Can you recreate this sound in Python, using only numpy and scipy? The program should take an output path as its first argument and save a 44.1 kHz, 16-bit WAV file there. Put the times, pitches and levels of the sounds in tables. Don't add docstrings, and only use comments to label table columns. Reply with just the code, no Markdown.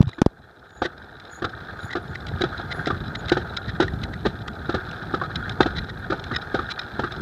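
import sys
import numpy as np
from scipy import signal
from scipy.io import wavfile
from scipy.ndimage import uniform_filter1d

SR = 44100
rng = np.random.default_rng(int(sys.argv[2]) if len(sys.argv) > 2 else 0)


def int16_out(signal):
    q = np.round(np.clip(np.atleast_2d(signal).T, -1, 1) * 32767)
    wavfile.write(sys.argv[1], SR, q.astype(np.int16))


N = 318258
TIME = np.arange(N) / SR
HIT = np.arange(6000) / SR


# t/s, thump/dB, tilt/(dB/octave), rim ring/dB
JOINTS = [(0.182, -32.5, -12, -55), (0.8175, -18, -0.5, -25), (0.85, -23.5, -4, -28), (1.42, -24, -13, -48),
          (1.4426, -25, -6, -21), (1.952, -23, 0, -24), (1.963, -24.5, -8, -37), (2.4079, -19, -8, -46),
          (2.4359, -17, -4.5, -40), (2.591, -30.5, 6, -51), (2.8698, -19.5, -5, -41),
          (2.902, -22.5, -7, -20.5), (3.317, -11.5, -1.5, -40), (3.3678, -19, -1, -24.5),
          (3.7995, -12, -2.5, -57), (3.822, -17, -7, -52), (4.2518, -18.5, -4, -37),
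          (4.2585, -16, -2.5, -44), (4.692, -20.5, -4, -29), (4.7416, -18, -9.5, -24),
          (5.138, -20, -2, -21.5), (5.214, -27, 1, -21), (5.6038, -9.5, 2.5, -17.5),
          (5.658, -18.5, -4, -39), (6.1, -20.5, -14, -45), (6.121, -21.5, 1, -22), (6.3117, -26, -20, -28),
          (6.543, -17, -0.5, -28), (6.589, -26, 2, -22), (6.992, -20, -3, -45), (7.036, -23.5, -8, -24)]
# f/Hz, level/dB, T60/s
FRAME_MODES = [(134, -12, 0.06), (200, -6, 0.019), (356, -0.5, 0.042), (519, -6.5, 0.037), (681, -3, 0.024),
               (810, 0, 0.02)]
RIM_MODES = [(1277, 1, 0.0077), (1245, 0.5, 0.014)]
WHEEL_MODES = [(1263, 0.5, 0.036), (1428, -1, 0.095), (1579, 6.5, 0.023), (1832, -3.5, 0.036),
               (3310, -16.5, 0.066), (3630, -10, 0.0077), (4090, -14, 0.024), (4880, -34, 0.018)]

def joints():
    out = np.zeros(N)
    blow = burst(HIT * np.exp(-HIT / 0.00019))
    for s, thump_db, tilt, rim_db in JOINTS:
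        excess_db = thump_db + 20
        scuff = burst(chatter(rise_s=.002, decay_s=.004, tail_db=-14, tail_s=.02, per_s=5000))
        frame = [(hz, db + tilt * max(np.log2(hz / 400), 0), t60) for hz, db, t60 in FRAME_MODES]
        struck = burst(ring(blow, frame, detune=0.09))
        scuffed = burst(ring(scuff, frame, detune=0.019))
        thump = burst(struck + gain_of(-0.53 * excess_db) * scuffed)
        edge_force = scuff + gain_of(-9.5) * blow
        rim = burst(ring(edge_force, RIM_MODES, detune=0.034))
        clack = gain_of(-26 + 0.68 * excess_db) * burst(ring(edge_force, WHEEL_MODES, detune=0.063))
        shake = chatter(rise_s=.006, decay_s=.003, tail_db=-23, tail_s=.02, per_s=3500)
        fittings = gain_of(-35.5 + 1.18 * excess_db) * clink(shake, click_db=-1)
        add(out, s, gain_of(thump_db) * thump + gain_of(rim_db) * rim + clack + fittings)
    return out


# t/s, whir level/dB, rasp level/dB
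ROLL = [(0.1, -55, -52.5), (0.33, -57.5, -69), (0.75, -52.5, -69.5), (0.98, -48.5, -64), (1.2, -47, -59),
        (1.72, -41, -54.5), (2.12, -44.5, -61), (2.45, -39.5, -53), (2.8, -37, -58), (3.05, -42, -51),
        (3.38, -37, -51.5), (3.85, -43.5, -54), (4.45, -44.5, -58), (4.78, -39, -52.5), (5.68, -38.5, -60),
        (5.97, -43.5, -56.5), (6.25, -39, -53), (7.22, -39, -49.5)]
# f/Hz, spectral level/dB
WHIR_SPECTRUM = [(700, -20), (1080, -9), (1250, 1), (1430, 2.5), (1650, 1.5), (1830, -12), (2000, -12),
                 (2850, -27.5), (3300, -19.5), (3600, -11), (3800, -25), (4090, -13), (4400, -21),
                 (5200, -28), (8000, -43.5)]
CRUISE_DB = -40

def whir():
    sand = rng.standard_normal(N) * gain_of(2.65 * drift(89))
    grit = rng.standard_normal(N) * impulses(N, per_s=350)
    grains = rng.rayleigh(1, N) * impulses(N, per_s=240)
    crush = signal.fftconvolve(grains, HIT * np.exp(-HIT / 0.00074))[:N] * rng.standard_normal(N)
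    grinding = evened(colour(evened(sand) + 0.61 * evened(grit), WHIR_SPECTRUM))
    ringing = evened(ring(crush, WHEEL_MODES, detune=0.001))
    return (gain_of(-2.5) * grinding + gain_of(-1) * ringing) * gain_of(CRUISE_DB + pace(TIME))


def pace(s):
    times, whir_db, _ = np.transpose(ROLL)
    return np.interp(s, times, whir_db) - CRUISE_DB


# hardest contact t/s, build-up/s, clink/dB, bracket ring/dB, click against fittings/dB
RATTLES = [(0.1347, .0043, -51, -42.5, -1), (0.71, .004, -55, -66, -1), (0.864, 0.022, -31, -27.5, -1),
           (1.2016, .0025, -46.5, -51, -1), (1.4547, 0.0095, -30.5, -50, -2.5),
           (1.9167, 0.011, -39.5, -32, -3), (1.934, 0.0059, -36, -29.5, -2),
           (2.1586, 0.0097, -39, -30.5, 3), (2.269, .002, -38, -60, 1), (2.29, 0.0072, -39.5, -43, -2),
           (2.4206, 0.0031, -24.5, -34, -7), (2.7273, 0.015, -31, -29, -4), (2.8598, .0015, -34, -34, -10),
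           (2.876, 0.0055, -32, -36, 2), (3.158, 0.0058, -31, -33.5, -5), (3.2855, 0.0041, -33, -46, -5),
           (3.2997, 0.0059, -27.5, -33.5, 1), (3.5736, 0.0056, -25.5, -48, -6),
           (3.7018, 0.023, -35.5, -33, -6), (3.8372, 0.028, -32, -27, -30),
           (3.883, 0.003, -41.5, -29.5, -1), (4.0419, 0.0081, -32, -38, 0), (4.1426, 0.009, -40, -35.5, -3),
           (4.4833, 0.0042, -35.5, -39, 3), (4.917, 0.0038, -41, -60, 8), (5.359, 0.0019, -26.5, -53, -6),
           (5.4969, 0.0016, -31.5, -60, -2), (5.6332, 0.0029, -28.5, -27.5, -10),
           (5.774, 0.015, -32, -37, -9), (5.7901, 0.009, -28.5, -32, -14), (5.903, 0.015, -37.5, -36.5, -5),
           (6.243, 0.0031, -37, -60, -1), (6.354, 0.015, -32.5, -29.5, -12), (6.3644, .003, -25, -26, -13),
           (6.7223, 0.02, -27.5, -53, -2.5), (6.7954, 0.0048, -27.5, -33, -15),
           (7.1236, 0.0022, -36, -58, -4)]

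def hard_rattles():
    out = np.zeros(N)
    for row in RATTLES:
        add(out, *rattle(*row))
    return out


def light_rattles(per_s=5):
    out = np.zeros(N)
    for k in range(int(per_s * N / SR)):
        s = (k + rng.random()) / per_s
        db = -44 + pace(s) + 2.5 * rng.standard_normal()
        add(out, *rattle(s, build_s=.004, clink_db=db, bracket_db=db - 14, click_db=-10))
    return out


# f/Hz, level/dB, T60/s
BRACKET_MODES = [(1850, 0, .014), (2000, -4, .012)]

def rattle(s, build_s, clink_db, bracket_db, click_db):
    lead_s = .05
    t = HIT - lead_s
    contacts = rng.standard_normal(len(t)) * impulses(len(t), per_s=3500)
    force = contacts * np.exp(-np.where(t < 0, (t / build_s) ** 2, t / .002))
    metal = clink(force, click_db)
    clack = gain_of(-4.5) * burst(ring(force, WHEEL_MODES, detune=0.033))
    bracket = burst(ring(force, BRACKET_MODES, detune=0.046))
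    return s - lead_s - .001, gain_of(clink_db) * (metal + clack) + gain_of(bracket_db) * bracket


# f/Hz, level/dB, T60/s
FITTING_MODES = [(2402, -6.5, 0.028), (3080, 3, 0.0065), (3614, 9, 0.012), (3957, 8.5, 0.023),
                 (4800, -6, 0.0061), (5193, -2.5, 0.02), (6640, -20, 0.0099), (6700, -29, 0.03)]
# f/Hz, spectral level/dB
CLICK_SPECTRUM = [(300, -63), (1200, 6.5), (2500, 12), (4000, 7.5), (5400, 2), (8000, -14), (15000, -43)]

def clink(force, click_db):
    metal = burst(ring(force, FITTING_MODES, detune=.02))
    return burst(metal + gain_of(click_db) * burst(colour(force, CLICK_SPECTRUM)))


def rasp():
    jolts = rng.random(N) * impulses(N, per_s=75)
    taps = signal.fftconvolve(jolts, np.exp(-HIT / 0.0015))[:N] * rng.standard_normal(N)
    ringing = evened(ring(taps, FITTING_MODES, detune=0.0064, soft_hz=3800))
    times, _, rasp_db = np.transpose(ROLL)
    return ringing * gain_of(np.interp(TIME, times, rasp_db))


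# f/Hz, spectral level/dB
GROWL_SPECTRUM = [(120, -17.5), (260, -8.5), (370, -0.5), (480, -3.5), (570, -7.5), (700, -1.5),
                  (880, -4.5), (1050, -16.5), (1600, -27), (4000, -60.5)]

def growl():
    sand = rng.standard_normal(N) * gain_of(2.65 * drift(89))
    grit = rng.standard_normal(N) * impulses(N, per_s=350)
    frame = evened(colour(evened(sand) + 0.61 * evened(grit), GROWL_SPECTRUM))
    return frame * gain_of(-42.5 + 0.54 * pace(TIME) + 0.2 * roughness(TIME))


# t/s, peak level/dB, f/Hz, rise time/s
BUMPS = [(0.005, 2.5, 151, 0.002), (0.034, -21.5, 140, 0.0077), (0.069, -15.5, 108, 0.0048),
         (0.2175, -0.5, 260, 0.0012), (0.2632, 1, 228, 0.00062)]
# t/s, peak level/dB
CASE_TICKS = [(0.015, -18.5), (0.027, -18), (0.08, -31), (0.092, -24.5), (0.2168, -9.5), (0.221, -48),
              (0.2282, -27), (0.2617, -14)]

def handling():
    out = np.zeros(N)
    for s, db, hz, rise_s in BUMPS:
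        swing = np.sin(2 * np.pi * hz * HIT) * HIT * np.exp(-HIT / rise_s)
        add(out, s, gain_of(db) * swing / abs(swing).max())
    case_spectrum = [(300, 5.5), (1050, 3), (2000, -9.5), (3500, -9.5), (6000, -17.5), (15000, -43.0)]
    for s, db in CASE_TICKS:
        tick = colour(rng.standard_normal(len(HIT)) * np.exp(-HIT / 0.0025), case_spectrum)
        add(out, s, gain_of(db) * tick / abs(tick).max())
    return out


# t/s, level/dB
JOLTING = [(0.34, -51.5), (0.7, -53.5), (0.95, -48), (1.35, -46), (2.1, -37), (2.38, -33.5), (2.75, -36.5),
           (3.0, -30), (3.55, -36.5), (4.05, -25.5), (4.4, -32), (4.95, -34), (5.7, -33.5), (6.1, -35.5),
           (6.85, -41), (7.22, -36.5)]
# f/Hz, spectral level/dB
RUMBLE_SPECTRUM = [(15, -24), (35, -9), (55, -0.5), (80, 1), (120, 0), (165, -3), (240, -8.5), (400, -18.5),
                   (1000, -62.5)]
ORDINARY_SLAB_DB = -35

def rumble(rise_s=0.024):
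    lumps = gain_of(ORDINARY_SLAB_DB + roughness(TIME)) * evened(gain_of(3.5 * drift(37)))
    swell = HIT / rise_s * np.exp(1 - HIT / rise_s)
    shudder = np.zeros(N)
    for s, thump_db, _, _ in JOINTS:
        add(shudder, s, gain_of(thump_db - 21 + 0.61 * pace(s)) * swell)
    return np.hypot(lumps, shudder) * evened(colour(rng.standard_normal(N), RUMBLE_SPECTRUM))


def roughness(s):
    return np.interp(s, *np.transpose(JOLTING)) - ORDINARY_SLAB_DB


# centre t/s, fade/s, gain of 2nd/dB, gain of 3rd and 4th/dB
SQUEAKS = [(0.158, 0.02, -65, -78), (0.78, 0.056, -58, -80), (1.352, 0.033, -45.5, -63),
           (1.848, 0.039, -50.5, -61), (2.03, .007, -85, -60), (2.105, .02, -63, -80),
           (2.78, 0.05, -64, -62), (3.195, 0.015, -49.5, -72), (3.455, .008, -80, -71),
           (5.995, .008, -82, -57.5)]

def axle(fundamental_hz=3440):
    out = np.zeros(N)
    hz = fundamental_hz * (1 + .02 * drift(1100) + .002 * drift(50))
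    phase = 2 * np.pi * np.cumsum(hz) / SR
    second, third, fourth = [np.sin(k * phase) * gain_of(4.5 * drift(130) - 2) for k in (2, 3, 4)]
    upper = third + gain_of(-8) * fourth
    for s, fade_s, second_db, upper_db in SQUEAKS:
        near = abs(TIME - s) < .2
        t = TIME[near] - s
        tone = gain_of(second_db) * second[near] + gain_of(upper_db) * upper[near]
        width_s = fade_s * np.where(t < 0, 1.06, 1)
        out[near] += tone * np.exp(-(t / width_s) ** 2)
    return out


# f/Hz, spectral level/dB
HISS_SPECTRUM = [(100, -8), (4000, 6.5), (8000, 0), (15000, -3.5)]

def air():
    hiss = evened(colour(rng.standard_normal(N), HISS_SPECTRUM))
    return hiss * gain_of(np.interp(TIME, [.5, 2.2], [-74, -66]))


def ring(force, modes, detune, soft_hz=9000):
    shifts = 1 + detune * rng.uniform(-1, 1, len(modes))
    response = sum((-1) ** k * gain_of(db - 60 * HIT / t60) * np.sin(2 * np.pi * hz * shifts[k] * HIT)
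                   for k, (hz, db, t60) in enumerate(modes))
    vibration = signal.fftconvolve(force, response)[:len(force)]
    return signal.lfilter(*signal.butter(2, soft_hz, fs=SR), vibration)


def chatter(rise_s, decay_s, tail_db, tail_s, per_s):
    contacts = rng.standard_normal(len(HIT)) * impulses(len(HIT), per_s)
    swell = 1 - np.exp(-(HIT / rise_s) ** 2)
    decay = np.exp(-HIT / decay_s) + gain_of(tail_db) * np.exp(-HIT / tail_s)
    return contacts * swell * decay


def impulses(n, per_s):
    return rng.random(n) < per_s / SR


def colour(x, spectrum, size=4096):
    hz, db = np.transpose(spectrum)
    log_hz = np.log(abs(np.fft.fftfreq(size, 1 / SR)) + 1)
    log_gain = np.log(gain_of(np.interp(log_hz, np.log(hz), db)))
    taps = np.fft.ifft(np.exp(np.conj(signal.hilbert(log_gain)))).real[:size // 2]
    return signal.oaconvolve(x, taps)[:len(x)]


def drift(per_s):
    span = max(int(SR / per_s), 1)
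    return evened(uniform_filter1d(uniform_filter1d(rng.standard_normal(N), span), span))


def gain_of(db):
    return 10 ** (np.asarray(db) / 20)


def evened(x):
    return x / np.sqrt(np.mean(x ** 2) + 1e-20)


def burst(x):
    return x / np.sqrt(np.sum(x ** 2) / (.01 * SR) + 1e-20)


def add(mix, s, sound):
    part = mix[max(round(s * SR), 0):][:len(sound)]
    part += sound[:len(part)]


def scene():
    cycle = joints() + whir() + hard_rattles() + light_rattles() + rasp() + growl()
    return (cycle + handling() + rumble() + axle() + air())[None]


def record(dry):
    thinned = signal.sosfilt(signal.butter(2, 42, "high", fs=SR, output="sos"), dry)
    clipped = np.clip(thinned, -1, 1)
    lowpass = signal.firwin(511, 15450, window=("kaiser", 9), fs=SR)
    return signal.oaconvolve(clipped, lowpass[None], "same")


dry = scene()
out = record(dry)
int16_out(out)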